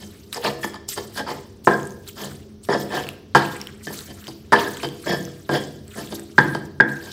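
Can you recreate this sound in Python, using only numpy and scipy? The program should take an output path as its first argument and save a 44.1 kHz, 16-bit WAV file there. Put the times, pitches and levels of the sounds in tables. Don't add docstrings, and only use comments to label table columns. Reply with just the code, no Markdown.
import sys
import numpy as np
from scipy import signal
from scipy.fft import rfft, irfft, next_fast_len
from scipy.io import wavfile
from scipy.ndimage import uniform_filter1d, map_coordinates

SR = 44100
rng = np.random.default_rng(int(sys.argv[2]) if len(sys.argv) > 2 else 0)


def wav_out(sig):
    wavfile.write(sys.argv[1], SR, np.round(np.clip(np.atleast_2d(sig).T, -1, 1) * 32767).astype(np.int16))


N = 313992

# pitch in Hz, width in Hz, level in dB relative to the other rows of that body.
FLOOR_MODES = [(140.8, 8.1, 0.5), (205.3, 18.4, -1), (283, 19, -5), (334, 13, 1)]
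MORTAR_BASE_MODES = [(405, 18.1, 4), (478, 13.3, 5), (561, 43, -6.5), (719.7, 85, 0), (519, 405, -8)]
WALL_MODES = [(844, 58, 5.5), (910.5, 80, 7.5), (1027, 74, 3), (1252, 160, 4), (1336, 580, -2.5)]
BOWL_MODES = [(1609, 28.3, 11.5), (1675, 24, 4), (3390, 19, -6)]
PESTLE_MODES = [(1745, 27, 10.5), (1876, 760, -8)]
PESTLE_OVERTONE_MODES = [(3307, 43, 7.5), (5240, 40, 6.5), (7020, 57, 1.5)]
GRIT_MODES = [(3093, 60, 14.5), (3740, 41, 1.5), (3930, 37, -15.5), (4760, 500, 9), (5340, 47, 10.5),
              (7770, 120, 1), (10950, 300, 3.5), (2880, 9000, -6)]


def stones():
    pushes, crunch = blows()
    grains = gritty(grain_s=0.0012, depth_db=5)
    patches = clumps(span_bins=4, span_frames=5, depth_db=4.5)
    rub = (crunch + scrapes()) * ([grains] * 5 + [patches] * 2)
    bodies = (FLOOR_MODES, MORTAR_BASE_MODES, WALL_MODES, BOWL_MODES,
              PESTLE_MODES, PESTLE_OVERTONE_MODES, GRIT_MODES)
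    sound = []
    for push, drag, modes in zip(pushes, rub, bodies):
        tap = body(modes)
        drive = push / np.abs(tap).max() + drag / np.linalg.norm(tap)
        sound.append(signal.fftconvolve(drive, tap)[:N])
    return np.array(sound)


CRUNCH_RISE_S, CRUNCH_T60_S = 0.0032, 0.1
BLOW_OVERTONES_DB = -32.5
# start in seconds, thud level in dB, hardness in dB, mortar base over thud in dB,
# bowl ring in dB, pestle ring in dB, grit in dB, crunch in dB against the push.
PESTLE_BLOWS = [(0.642, -19, 3, -1.5, -47, -31, -23.5, -23), (0.976, -28.5, 6.5, 5.5, -36, -36, -18.5, -12),
                (1.672, -4.5, 6, 2.5, -9, -11.5, -44.5, -11),
                (2.688, -15, 0.5, 5.5, -31, -15, -25.5, -16.5),
                (2.748, -18.5, 3.5, 7.5, -42, -35, -36, -12), (3.349, -5.5, 6.5, -3.5, -2, -6.5, -10, -4),
                (3.87, -29, -3.5, 2.5, -26, -17.5, -23, -12.5),
                (4.280, -29.5, -2.5, 0.5, -58, -56.5, -24, -11), (4.522, -10, 6, 1.5, -9.5, -10.5, -16, -1),
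                (4.832, -25, 1, -3, -41, -41, -19, -30.5), (5.061, -29.5, -2, -11, -30, -45.5, -30, -18),
                (5.492, -15.5, 0.5, 1, -21, -31.5, -22.5, -9.5), (6.381, -4, 3, -6.5, 5, -1.5, -15.5, -12),
                (6.549, -18, 2.5, 0, -18.5, -30, -19, -14), (6.801, -9.5, 1, -1, 6, -2, -29, -11.5)]


def blows():
    pushes, crunches = np.zeros((7, N)), np.zeros((7, N + SR))
    t = np.arange(SR // 5) / SR
    swell = amp(-60 * t / CRUNCH_T60_S) * (1 - np.exp(-t / CRUNCH_RISE_S))
    for start_s, thud, hard, base, bowl, pestle, grit, crunch in PESTLE_BLOWS:
        gains = shares(thud, hard, base, bowl, pestle, BLOW_OVERTONES_DB, grit)
        first = round(start_s * SR)
        pushes[:, first] = gains
        crunches[:, first:first + len(swell)] += np.outer(gains * amp(crunch), swell)
    contact = t[:200] ** 3 * np.exp(-t[:200] / 0.00006)
    pushes[:5] = signal.fftconvolve(pushes[:5], contact[None] / contact.sum(), axes=1)[:, :N]
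    return pushes, crunches[:, :N]


SCRAPE_TOP = 0.62
BASE_LEAD_DB, SCRAPE_OVERTONES_DB = 3.5, -8
GRIT_DB, GRIT_GROWS = -17.5, 0.59
# start in seconds, length in seconds, drag level in dB, hardness in dB,
# bowl ring in dB, pestle ring in dB.
PESTLE_SCRAPES = [(0.0, 0.045, -45, -5, -57, -52.5), (0.35, 0.033, -30.5, -1, -45, -44),
                  (0.429, 0.029, -30, 0.5, -40, -38), (0.445, 0.046, -28.5, 2, -54, -30),
                  (0.627, 0.027, -47, 3.5, -55, -23), (0.732, 0.013, -44.5, 13, -48, -53),
                  (0.744, 0.021, -41, -0.5, -63.5, -41), (0.961, .03, -34, 1, -61, -39.5),
                  (1.155, 0.064, -31, 2, -27, -38), (1.261, 0.035, -41, 14.5, -59, -48.5),
                  (1.278, 0.046, -31, -1, -72, -44), (1.703, 0.0485, -41.5, -16, -21.5, -43),
                  (2.156, 0.13, -40, -1.5, -48.5, -45.5), (2.692, 0.068, -27.5, 1.5, -32.5, -28),
                  (2.902, .11, -29.5, 0.5, -37.5, -31.5), (3.889, 0.045, -43.5, 2, -51, -54),
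                  (4.072, 0.051, -45.5, -7.5, -63, -52), (4.569, 0.024, -30, 0.5, -33, -31.5),
                  (4.657, .025, -37, -7, -29, -38), (4.828, 0.034, -28, -3, -37, -55.5),
                  (5.055, .1, -27.5, -5.5, -33, -26), (5.507, 0.076, -26, -3, -27.5, -28),
                  (5.954, 0.067, -37, -4.5, -47, -43), (6.106, 0.036, -36, -4, -54, -56),
                  (7.016, 0.09, -49.5, 2, -51, -54)]


def scrapes():
    drive = np.zeros((7, N + SR))
    for start_s, length_s, drag, hard, bowl, pestle in PESTLE_SCRAPES:
        swell = stroke(length_s, SCRAPE_TOP)
        grit = GRIT_DB + GRIT_GROWS * drag
        gains = shares(drag, hard, BASE_LEAD_DB, bowl, pestle, SCRAPE_OVERTONES_DB, grit)
        first = round(start_s * SR)
        drive[:, first:first + len(swell)] += np.outer(gains, swell)
    return drive[:, :N]


def shares(thud_db, hard_db, base_db, bowl_db, pestle_db, overtones_db, grit_db):
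    return amp([thud_db - hard_db, thud_db + base_db, thud_db + hard_db,
                bowl_db, pestle_db, pestle_db + overtones_db, grit_db])


def stroke(length_s, top):
    progress = np.arange(round(length_s * SR)) / (length_s * SR)
    return np.interp(progress, [0, top, 1], [0, 1, 0]) ** 0.5


def body(modes, soft_hz=6000):
    f = np.fft.rfftfreq(SR // 2, 1 / SR)
    rings = 0
    for k, (center, width, db) in enumerate(modes):
        ring = 1j * f * width / (center ** 2 - f ** 2 + 1j * f * width)
        rings = rings + (-1) ** k * amp(db) * ring
    return irfft(rings / (1 + 1j * f / soft_hz) ** 2)


SWING_DB = 30
# time of the top in seconds, rise in seconds, fall in seconds,
# squelch level in dB, darker smear level in dB.
PASTE_SQUEEZES = [(0.0, .01, 1, -50, -54.5), (0.331, 0.014, 0.13, -34, -36),
                  (0.458, 0.088, 0.15, -34.5, -29.5), (0.646, 0.11, 0.13, -38.5, -49),
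                  (0.888, 0.012, .25, -30.5, -41), (1.176, .09, .09, -36, -39.5),
                  (1.306, .08, 0.36, -45.5, -47), (1.645, 0.01, 0.57, -41, -85.5),
                  (2.088, .08, 0.066, -40.5, -46), (2.215, 0.13, 0.31, -39.5, -41.5),
                  (2.641, 0.026, .4, -47, -61), (2.805, 0.096, .12, -35, -53),
                  (2.965, 0.15, 0.28, -38.5, -34.5), (3.355, 0.0067, 0.14, -37, -20),
                  (3.43, 0.11, 0.47, -41.5, -34.5), (3.53, 0.12, 0.33, -45, -51.5),
                  (3.84, 0.056, 0.93, -44.5, -57), (3.943, 0.082, 0.35, -39, -42.5),
                  (4.288, 0.55, 0.22, -49.5, -48), (4.527, 0.0068, .1, -37.5, -23.5),
                  (4.59, 0.02, 0.18, -33, -26.5), (4.706, 0.15, 0.26, -39, -97),
                  (4.854, 0.49, 0.023, -44, -40), (5.128, 0.64, 0.76, -44.5, -47),
                  (5.534, 0.056, 0.34, -38.5, -44), (5.981, 0.18, 0.55, -41, -43),
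                  (6.15, 0.023, 0.067, -36, -57), (6.41, .1, 0.35, -43.5, -40.5),
                  (6.52, 0.33, 0.15, -47.5, -61), (6.658, .035, 0.028, -50, -54),
                  (6.886, 0.053, 1, -50.5, -49.5), (7.12, .5, .1, -45, -55)]
# frequency in Hz, relative level in dB.
SQUELCH_COLOUR = [(1760, -38), (3000, -3.5), (3840, -2.5), (7220, -1), (8310, 0), (9180, -6), (15300, -5.5),
                  (16300, -28.5)]
SMEAR_COLOUR = [(600, -15.5), (1200, 16), (2200, 13.5), (4500, 11), (7000, -100.5)]


def paste():
    t, power = np.arange(N) / SR, np.zeros((2, N))
    for top, rise, fall, *db in PASTE_SQUEEZES:
        near = slice(max(0, round((top - 2 * rise) * SR)), round((top + 2 * fall) * SR))
        late = t[near] - top
        distance = np.where(late < 0, -late / rise, late / fall)
        power[:, near] += np.outer(amp(db), amp(-SWING_DB * distance)) ** 2
    squelch_level, smear_level = np.sqrt(power)
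    squelch = coloured(clumps(span_bins=7, span_frames=8, depth_db=5.0), SQUELCH_COLOUR)
    smear = coloured(clumps(span_bins=4, span_frames=12, depth_db=6.0), SMEAR_COLOUR)
    return squelch_level * (squelch + small_pops()) + smear_level * smear


def small_pops():
    out = np.zeros(N + SR)
    for when, pitch, size in rng.random((120, 3)):
        burst = pop(2500 * 4.5 ** pitch, t60_s=0.003, ragged=0.3)
        first = round(when * N)
        out[first:first + len(burst)] += amp(-2 - 1.5 * np.log(size + 0.01)) * burst
    return out[:N]


POP_T60_S, POP_RAGGED = 0.0081, 0.48
# start in seconds, level in dB, pitch in Hz.
PASTE_POPS = [(0.328, -14, 3860), (0.3456, -17.5, 5100), (0.743, -27, 4700), (0.889, -12, 7500),
              (1.1465, -31, 5000), (1.6487, -25, 8400), (1.7994, -31, 3120), (1.831, -27.5, 6560),
              (1.8536, -31, 7300), (1.9063, -31, 6450), (1.921, -34.5, 6370), (1.8716, -24, 8300),
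              (2.0767, -25, 3900), (2.2374, -23, 3100), (2.637, -36, 7640), (2.651, -31, 8300),
              (3.038, -26, 3130), (3.0684, -23, 2680), (3.089, -14, 2760), (3.5663, -26, 8100),
              (3.6146, -17, 5500), (3.6711, -19, 3110), (3.974, -31, 3920), (3.9897, -20.5, 4000),
              (4.0072, -29, 3900), (4.2415, -32, 2970), (4.27, -23, 3140), (4.5967, -20, 4800),
              (4.7704, -20, 3250), (4.832, -22, 5060), (4.8703, -27.5, 3180), (4.8883, -23.5, 3290),
              (5.2283, -29, 6610), (5.252, -24.5, 6100), (5.6385, -26, 4840), (5.88, -32.5, 8040),
              (6.0736, -28, 3380), (6.1232, -24.5, 3580), (6.1528, -26.5, 3700), (6.196, -24.5, 8060),
              (6.553, -26.5, 4800), (6.8912, -30, 4070), (6.9683, -35, 6600)]


def single_pops():
    out = np.zeros(N + SR)
    for start_s, db, hz in PASTE_POPS:
        burst = pop(hz, POP_T60_S, POP_RAGGED)
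        first = round(start_s * SR)
        out[first:first + len(burst)] += amp(db) * burst
    return out[:N]


def pop(hz, t60_s, ragged):
    t = np.arange(SR // 25) / SR
    noise = uniform_filter1d(rng.standard_normal(len(t)), size=2)
    tone = np.sin(2 * np.pi * hz * t) + ragged * noise
    return amp(-60 * t / t60_s) * (1 - np.exp(-t / 0.0001)) * tone


# frequency in Hz, time to die away by 60 dB in seconds.
ROOM_DECAY = [(100, 0.96), (300, 0.81), (800, 0.5), (2000, 0.55), (5000, 0.62), (12000, 0.31)]


def kitchen(x):
    out, step = np.zeros(N + 2 * SR), SR // 5
    delay = round(0.004 * SR)
    for start in range(0, N, step):
        hz, t, z = signal.stft(rng.standard_normal(SR * 3 // 4), SR, nperseg=256)
        fade = amp(-60 * t / along(ROOM_DECAY, hz)[:, None])
        tail = signal.istft(z * fade, SR, nperseg=256)[1]
        echo = signal.fftconvolve(x[start:start + step], tail / np.linalg.norm(tail))
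        first = start + delay
        out[first:first + len(echo)] += echo
    return out[:N]


HUM_DB = -46.5
# frequency in Hz, relative level in dB.
HUM_COLOUR = [(12, -20.5), (20, -29.5), (91, 5), (135, -6.5), (349, -8.5), (745, -25), (2220, -37),
              (5940, -31.5), (7020, -49.5), (7640, -61.5), (9830, -48.5), (14600, -48), (16300, -42.5)]
# pitch in Hz, width in Hz, level in dB.
DRONE_TONES = [(213.3, 3.6, -51), (398.3, 27, -54)]


def hum():
    swell = map_coordinates(rng.standard_normal(N // 4000 + 4), [np.arange(N) / 4000])
    out = amp(HUM_DB + 0.4 * swell) * coloured(rng.standard_normal(N), HUM_COLOUR)
    for center, width, db in DRONE_TONES:
        narrow = filtered(rng.standard_normal(N), lambda hz: np.exp(-((hz - center) / width) ** 2))
        out += amp(db) * unit(narrow)
    return out


def gritty(grain_s, depth_db):
    grain = (np.arange(N) / (grain_s * SR)).astype(int)
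    steps = rng.standard_normal(N)[grain]
    return unit(amp(depth_db * steps) * rng.standard_normal(N))


def clumps(span_bins, span_frames, depth_db):
    z = signal.stft(rng.standard_normal(N), nperseg=128)[2]
    field = uniform_filter1d(rng.standard_normal(z.shape), span_bins, axis=0)
    field = uniform_filter1d(field, span_frames, axis=1)
    return unit(signal.istft(z * amp(depth_db * unit(field)), nperseg=128)[1][:N])


def coloured(x, colour):
    return unit(filtered(x, lambda hz: amp(along(colour, hz))))


def amp(db):
    return 10 ** (np.asarray(db) / 20)


def unit(x):
    return x / np.sqrt(np.mean(x ** 2) + 1e-20)


def along(points, hz):
    f, v = np.transpose(points)
    return np.interp(np.log(hz + 1), np.log(f + 1), v)


def filtered(x, response):
    m = next_fast_len(N + SR // 2)
    return irfft(rfft(x, m) * response(np.fft.rfftfreq(m, 1 / SR)), m)[..., :N]


ROOM_SEND_DB = [-3.5, -5.5, -9.5, -10.5, -9, -6.5, -9]


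def scene():
    rock, wet, pops = stones(), paste(), single_pops()
    to_room = amp(ROOM_SEND_DB) @ rock + amp(-14) * (pops + wet)
    mono = rock.sum(axis=0) + wet + pops + kitchen(to_room) + hum()
    return np.array([mono, mono])


TOP_HZ = 15800
# frequency in Hz, filter gain in dB.
SIDE_COLOUR = [(40, -37.5), (150, -53.5), (1500, -59), (2800, -40), (5500, -34), (10000, -21)]


def record(dry):
    clipped = dry / (1 + np.abs(dry / 1.05) ** 8) ** (1 / 8)
    flicker = rng.standard_normal(N // 400 + 1).repeat(400)[:N]
    scatter = filtered(clipped[0] * flicker, lambda hz: amp(along(SIDE_COLOUR, hz)))
    return filtered(clipped + [scatter, -scatter], lambda hz: hz < TOP_HZ)


dry = scene()
out = record(dry)
wav_out(out)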